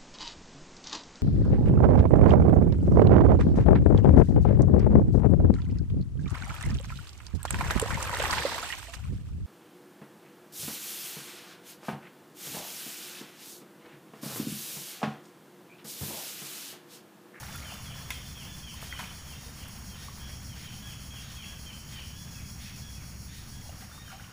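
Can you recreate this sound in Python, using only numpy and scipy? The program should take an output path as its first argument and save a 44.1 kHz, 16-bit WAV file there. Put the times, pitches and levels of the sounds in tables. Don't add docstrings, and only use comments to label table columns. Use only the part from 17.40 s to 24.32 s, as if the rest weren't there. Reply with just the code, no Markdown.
import sys
import numpy as np
from scipy import signal
from scipy.fft import rfft, irfft
from scipy.io import wavfile

SR = 44100
rng = np.random.default_rng(int(sys.argv[2]) if len(sys.argv) > 2 else 0)


def int16_out(signal):
    q = np.round(np.clip(np.atleast_2d(signal).T, -1, 1) * 32767)
    wavfile.write(sys.argv[1], SR, q.astype(np.int16))


N = 305172
TIME = np.arange(N) / SR


# progress (0-1), pitch_ratio, gain_db
CHIRP_SHAPE = [(0, 1, -3), (.15, .985, 0), (.45, .945, -1), (.65, .89, -4), (.85, .805, -4.5),
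               (1, .74, -11)]
# start_s, length_s, pitch_hz, level_db
FALLING_CHIRPS = [(.242, .085, 3170, -51), (.452, 0.084, 3360, -50.5), (.715, .08, 3360, -51),
                  (.948, 0.097, 3346, -49.5), (1.22, 0.11, 3295, -50), (1.485, .13, 3250, -50),
                  (1.862, 0.093, 3286, -54.5), (2.168, 0.081, 3296, -56.5), (2.485, .1, 3270, -55),
                  (2.788, 0.08, 3240, -57), (3.09, 0.082, 3254, -55.5), (3.248, 0.069, 3200, -52),
                  (3.46, 0.083, 3354, -51), (3.698, 0.097, 3354, -50), (3.96, .098, 3285, -50),
                  (4.255, 0.087, 3220, -49), (4.52, 0.12, 3200, -49.5), (4.94, 0.083, 2654, -57),
                  (5.245, 0.076, 2640, -54.5), (5.555, 0.077, 2583, -58), (6.65, 0.085, 3166, -58)]

def chirp(length_s, pitch_hz, level_db, waver=.0115, rasp=.017, under_db=-11, break_db=4.5):
    n = int(length_s * SR)
    progress = np.linspace(0, 1, n) ** 1.3
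    knots, pitch_ratio, gain_db = np.transpose(CHIRP_SHAPE)
    jitter = 1 + waver * wander(n, 80) + rasp * progress * wander(n, 300)
    track_hz = pitch_hz * np.interp(progress, knots, pitch_ratio) * jitter
    phase = 2 * np.pi * np.cumsum(track_hz) / SR
    tone = np.sin(phase) + amp(under_db) * np.sin(.78 * phase) + amp(-25) * np.sin(2 * phase)
    hoarse = amp(-4) * progress * band(rng.standard_normal(n), 2350, 760)
    flicker_db = break_db * np.sqrt(progress) * wander(n, 74)
    effort_db = level_db + np.interp(progress, knots, gain_db) + flicker_db
    return amp(effort_db) * (unit(tone) + hoarse) * signal.windows.tukey(n, .16)


# freq_hz, gain_db
RASP_SPECTRUM = [(900, -41), (1500, -7.5), (2100, -3.5), (2700, -6), (3400, -2.5), (4000, -19),
                 (4450, -1.5), (5200, -25.5)]

def nasal_note(length_s, pitch_hz, glide, rough, level_db, jitter=.0586):
    n = int(length_s * SR)
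    slide = 1 - glide * np.exp(-np.linspace(0, 1, n) / .25)
    track_hz = pitch_hz * slide * (1 + jitter * rough * wander(n, 293))
    phase = 2 * np.pi * np.cumsum(track_hz) / SR
    tone = amp(-5) * np.sin(phase) + np.sin(2 * phase) + amp(-15) * np.sin(3 * phase)
    rasp = amp(1) * 2 * rough ** 2 * colour(rng.standard_normal(n), RASP_SPECTRUM)
    return amp(level_db) * unit(unit(tone) + rasp) * signal.windows.tukey(n, .45)


# start_s, pitch_hz, level_db
LEVEL_CALLS = [(.07, 1745, -57), (.29, 1755, -59), (.52, 1705, -56), (.8, 1745, -58), (1.06, 1720, -54.5),
               (1.65, 1718, -57.5), (2.19, 1683, -61), (2.79, 1660, -54.5), (3.41, 1676, -53.5),
               (3.71, 1648, -58), (4.05, 1664, -55), (4.73, 1675, -56.5), (4.91, 1654, -58),
               (5.405, 1677, -56), (6.11, 1658, -59)]

def level_note(pitch_hz, level_db):
    return nasal_note(length_s=.11, pitch_hz=pitch_hz, glide=.01, rough=.26, level_db=level_db)


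# start_s, level_db
RISING_CALLS = [(1.34, -53.5), (1.92, -62), (2.53, -55), (3.14, -54), (3.79, -55), (4.47, -54),
                (5.175, -52.5), (5.865, -55), (6.5, -59)]

def rising_note(level_db, usual_db=-55, usual_rough=.723, rough_per_db=.2):
    rough = np.clip(usual_rough + rough_per_db * (level_db - usual_db), 0, 1)
    return nasal_note(length_s=.155, pitch_hz=1866, glide=.1, rough=rough, level_db=level_db)


# freq_hz, gain_db
CICADA_SPECTRUM = [(3700, -22), (4250, -0.5), (4850, -0.5), (5300, 3), (5620, 2.5), (6050, -0.5),
                   (6700, -1.5), (7100, -3), (8900, -5), (10300, -0.5), (11400, -3), (12200, -19),
                   (13700, -13), (15400, 2)]
# time_s, level_db
CICADA_ENVELOPE = [(0, -47.5), (2.2, -48.5), (4.8, -49), (5.2, -48), (5.6, -49.4), (6.3, -49.5),
                   (6.65, -52), (6.92, -56)]

def cicadas(stroke_hz=102.2, echo_db=-5):
    strokes = np.cumsum(stroke_hz * (1 + .003 * wander(N, 9) + .02 * wander(N, 150))) / SR
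    clicks = np.zeros(N)
    for rib_lag, strength in [(0, 1), (.38, .8), (.66, .6)]:
        buckles = np.flatnonzero(np.diff(np.floor(strokes - rib_lag)))
        clicks[buckles] += strength * (1 + .15 * rng.standard_normal(len(buckles)))
    buzz = unit(forest(clicks - clicks.mean(), wet_db=1)) + amp(-.5) * rng.standard_normal(N)
    delays_s = rng.uniform(.003, .02, size=8)
    echoes = sum(rng.choice([-1, 1]) * np.roll(buzz, int(delay_s * SR)) for delay_s in delays_s)
    chorus = colour(buzz + amp(echo_db) * unit(echoes), CICADA_SPECTRUM)
    return amp(curve(CICADA_ENVELOPE)) * throb(depth_db=2.5) * chorus


def throb(depth_db, rate_hz=6.883, first_peak_s=.019):
    angle = 2 * np.pi * rate_hz * (TIME - first_peak_s)
    return unit(amp(depth_db * (np.cos(angle) - .15 * np.cos(2 * angle))))


# centre_hz, width_hz, level_db
TRILL_BANDS = [(4811, 31, -73), (5620, 30, -65.5), (5610, 290, -60), (6560, 100, -62), (6788, 61, -64.5)]
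# time_s, gain_db
TRILL_ENVELOPE = [(0, 0), (5.6, 0.2), (6.92, -4.5)]

def trills(waver_db=1):
    chorus = sum(amp(level_db + waver_db * wander(N, 3.7)) * band(rng.standard_normal(N), hz, width_hz)
                 for hz, width_hz, level_db in TRILL_BANDS)
    return amp(curve(TRILL_ENVELOPE)) * throb(depth_db=.5) * chorus


# start_s, slap_db, slap_hz, churn_db, spray_db
BOOT_STEPS = [(1.413, -33.5, 650, -51, -48), (1.589, -30, 1420, -39, -48), (6.407, -48, 750, -48.5, -56),
              (6.715, -48, 1400, -48, -59)]

def boot_step(slap_db, slap_hz, churn_db, spray_db, plunge_s=.013):
    out = np.zeros(SR // 2)
    add(out, 0, splash(churn_db, 1600, width_oct=1.2, decay_s=.03, ring_share=.039))
    add(out, 0, splash(spray_db, 9000, width_oct=2, decay_s=.069, ring_share=0))
    add(out, plunge_s, splash(slap_db, slap_hz, width_oct=1.1, decay_s=.0036, ring_share=.2))
    return out


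# start_s, level_db, pitch_hz, decay_s
MUD_PLOPS = [(.15, -41, 1350, .009), (.226, -47, 2200, .015), (.32, -40, 740, .0063),
             (1.34, -45.5, 1044, .01), (1.5252, -28.5, 1930, 0.0032), (1.594, -39, 1027, 0.011),
             (1.639, -36.5, 2390, 0.0075), (2.06, -53.5, 453, 0.028), (2.683, -42, 1080, .0063),
             (3.2, -51, 2100, .02), (6.257, -48, 793, .008), (6.292, -40, 703, 0.0064),
             (6.294, -45.5, 2750, 0.0053), (6.425, -48, 736, .01), (6.513, -47.5, 1385, .012),
             (6.578, -46.5, 1144, .008), (6.679, -46.5, 1570, .012), (6.703, -44.5, 1345, 0.011),
             (6.727, -45, 754, 0.021), (6.797, -46, 1430, .01), (6.843, -44, 2780, .004)]

def plop(level_db, pitch_hz, decay_s):
    return splash(level_db, pitch_hz, width_oct=.34, decay_s=decay_s, ring_share=.62)


# start_s, level_db
DROPLETS = [(.158, -36), (.341, -41), (1.339, -42), (2.282, -38), (2.39, -48), (4.678, -50)]

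def drip(level_db):
    return splash(level_db, 11500, width_oct=.56, decay_s=.0027, ring_share=0)


def splash(level_db, centre_hz, width_oct, decay_s, ring_share, attack_s=.0008):
    t = np.arange(int((6 * decay_s + .01) * SR)) / SR
    bell = [(centre_hz * 2 ** (k * width_oct), gain_db)
            for k, gain_db in [(-2, -30), (-1, -7), (0, 0), (1, -7), (2, -35)]]
    spray = np.sqrt(1 - ring_share) * colour(rng.standard_normal(len(t)), bell) * np.exp(-t / decay_s)
    ring = np.sqrt(2 * ring_share) * bubble(t, centre_hz, decay_s, rise=.03)
    return amp(level_db) * (spray + ring) * (1 - np.exp(-t / attack_s))


def bubble(t, pitch_hz, decay_s, rise=.063):
    return np.sin(2 * np.pi * pitch_hz * (t + rise * t ** 2 / (2 * decay_s))) * np.exp(-t / decay_s)


# time_s, level_db
SLOSH_ENVELOPE = [(0, -47), (.17, -48.5), (.35, -49.5), (.45, -56), (.62, -52), (.85, -57.5), (1.25, -62.5),
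                  (1.58, -50.5), (1.75, -57), (2.65, -57), (3.5, -58.5), (5.25, -62.5), (5.5, -76),
                  (6.1, -60.5), (6.75, -57.5)]
# freq_hz, gain_db
SLOSH_SPECTRUM = [(250, -26), (450, -4.5), (800, 0), (1400, 1), (2400, -4.5), (4000, -8), (8000, -12),
                  (15000, -16)]

def sloshing(per_s_at_1khz=45, spread_db=3, decay_cycles=4):
    t = np.arange(SR // 12) / SR
    swarm = np.zeros(N)
    for hz in np.geomspace(400, 14000, 36):
        strengths = amp(spread_db * np.minimum(rng.exponential(1, N), 4))
        births = rng.random(N) < per_s_at_1khz * np.sqrt(hz / 1000) / SR
        ringing = signal.oaconvolve(strengths * births, bubble(t, hz, decay_cycles / hz))[:N]
        swarm += np.sqrt(hz) * unit(ringing)
    return amp(curve(SLOSH_ENVELOPE)) * colour(swarm, SLOSH_SPECTRUM)


# freq_hz, gain_db, t60_s
BUCKET_MODES = [(1034, 1.5, 0.049), (1543, -3, .06), (1677, -1, 0.078), (2010, 4, .05), (2150, 8, 0.05),
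                (2580, 8, 0.025), (2800, 1, 0.029), (3167, -5, 0.047), (3400, 0, 0.037), (3550, 4, 0.047),
                (3679, -4, .04), (5800, 0, 0.031), (6413, -18, 0.02)]

def bucket(start_s=.7046, ring_db=-22.5, crack_db=-24.5, rattle_db=-40,
           bounce_s=.0016, crack_decay_s=.00083, rattle_decay_s=.033):
    t = np.arange(SR // 4) / SR
    ring = sum(amp(gain_db - 60 * t / t60_s) * np.sin(2 * np.pi * (hz * t + rng.random()))
               for hz, gain_db, t60_s in BUCKET_MODES)
    crack = colour(rng.standard_normal(len(t)),
                   [(600, -23.5), (1800, -3), (6000, -2), (8000, -17), (12000, -1), (15000, -9.5)])
    rattle = colour(rng.standard_normal(len(t)),
                    [(600, -25), (1000, -10), (2400, 8), (4500, -3), (9000, -2), (14000, -18.5)])
    bounce = .8 * (t > bounce_s) * np.exp(-abs(t - bounce_s) / crack_decay_s)
    out = np.zeros(N)
    add(out, start_s, amp(ring_db) * ring / abs(ring).max())
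    add(out, start_s, amp(crack_db) * crack * (np.exp(-t / crack_decay_s) + bounce))
    add(out, start_s, amp(rattle_db) * rattle * np.exp(-t / rattle_decay_s))
    return out


# freq_hz, gain_db
RUMBLE_SPECTRUM = [(11, -12.5), (18, -1.5), (32, -20.5), (65, 3), (101, -4.5), (130, -1.5), (160, -6.5),
                   (196, -6), (298, -20), (420, -30.5), (550, -60.5), (920, -120)]
# time_s, level_db
RUMBLE_ENVELOPE = [(0, -44), (1.5, -45.5), (2.4, -44.5), (3.45, -44.3), (4.25, -45.5), (5.1, -44),
                   (6.36, -44.5), (6.67, -48.5), (6.92, -47.5)]

def rumble():
    return colour(rng.standard_normal(N), RUMBLE_SPECTRUM) * amp(curve(RUMBLE_ENVELOPE))


# freq_hz, gain_db
HUSH_SPECTRUM = [(200, 3.5), (400, -1.5), (1050, -0.5), (1400, -1), (2300, -2), (3100, -4.5), (3550, -10.5),
                 (6000, -22.5), (12500, -15.5), (16000, -6)]
# time_s, level_db
HUSH_ENVELOPE = [(0, -50.5), (1.8, -52.5), (3, -53.5), (5.3, -53), (5.8, -54.5), (6.92, -55.5)]

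def hush(flutter_db=1.5):
    noise = colour(rng.standard_normal(N), HUSH_SPECTRUM)
    return noise * amp(curve(HUSH_ENVELOPE) + flutter_db * wander(N, 20))


# freq_hz, t60_s
TRUNK_DECAY = [(300, 0.43), (1500, 0.43), (2600, 0.57), (3200, 1), (7000, 0.29), (15000, 0.29)]

def forest(x, wet_db, echoes_per_s=2000, build_s=.02):
    out = x.copy()
    for k in range(3):
        taps = rng.standard_normal(SR) * (rng.random(SR) < echoes_per_s / SR)
        hz, t, spectra = signal.stft(taps, SR, nperseg=256)
        spectra *= amp(-60 * t / at_hz(TRUNK_DECAY, hz)[:, None])
        tail = signal.istft(spectra * (1 - np.exp(-t / build_s)), SR, nperseg=256)[1]
        share = np.sqrt(2 / 3) * np.cos(np.pi * (TIME / 2 + k / 3))
        out += amp(wet_db) * signal.fftconvolve(x * share, tail / np.linalg.norm(tail))[:N]
    return out


def amp(db):
    return 10 ** (np.asarray(db) / 20)


def unit(x):
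    return x / np.sqrt(np.mean(x ** 2) + 1e-20)


def curve(rows):
    return np.interp(TIME, *np.transpose(rows))


def at_hz(rows, hz):
    freq_hz, value = np.transpose(rows)
    return np.interp(np.log(hz + 1), np.log(freq_hz), value)


def colour(x, spectrum):
    gain = amp(at_hz(spectrum, np.fft.rfftfreq(len(x), 1 / SR)))
    return unit(irfft(rfft(x) * gain, len(x)))


def band(x, centre_hz, width_hz):
    freq_hz = np.fft.rfftfreq(len(x), 1 / SR)
    return unit(irfft(rfft(x) * np.exp(-((freq_hz - centre_hz) / width_hz) ** 2), len(x)))


def wander(n, rate_hz):
    return band(rng.standard_normal(n + SR // 4), 0, rate_hz)[:n]


def add(mix, start_s, sound):
    part = mix[max(round(start_s * SR), 0):][:len(sound)]
    part += sound[:len(part)]


def play(table, source):
    out = np.zeros(N)
    for start_s, *settings in table:
        add(out, start_s, source(*settings))
    return out


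def scene():
    answers = play(LEVEL_CALLS, level_note) + play(RISING_CALLS, rising_note)
    birds = forest(play(FALLING_CHIRPS, chirp), wet_db=-4) + forest(answers, wet_db=-5.5)
    water = play(BOOT_STEPS, boot_step) + play(MUD_PLOPS, plop) + play(DROPLETS, drip)
    near = forest(water, wet_db=-9) + forest(bucket(), wet_db=-11.5) + sloshing()
    return np.tile(birds + near + cicadas() + trills() + rumble() + hush(), (2, 1))


def record(dry, cutoff_hz=15520):
    lowpass = signal.firwin(1023, cutoff_hz, window=("kaiser", 8), fs=SR)
    return signal.oaconvolve(dry, lowpass[None], "same")


dry = scene()
out = record(dry)
int16_out(out)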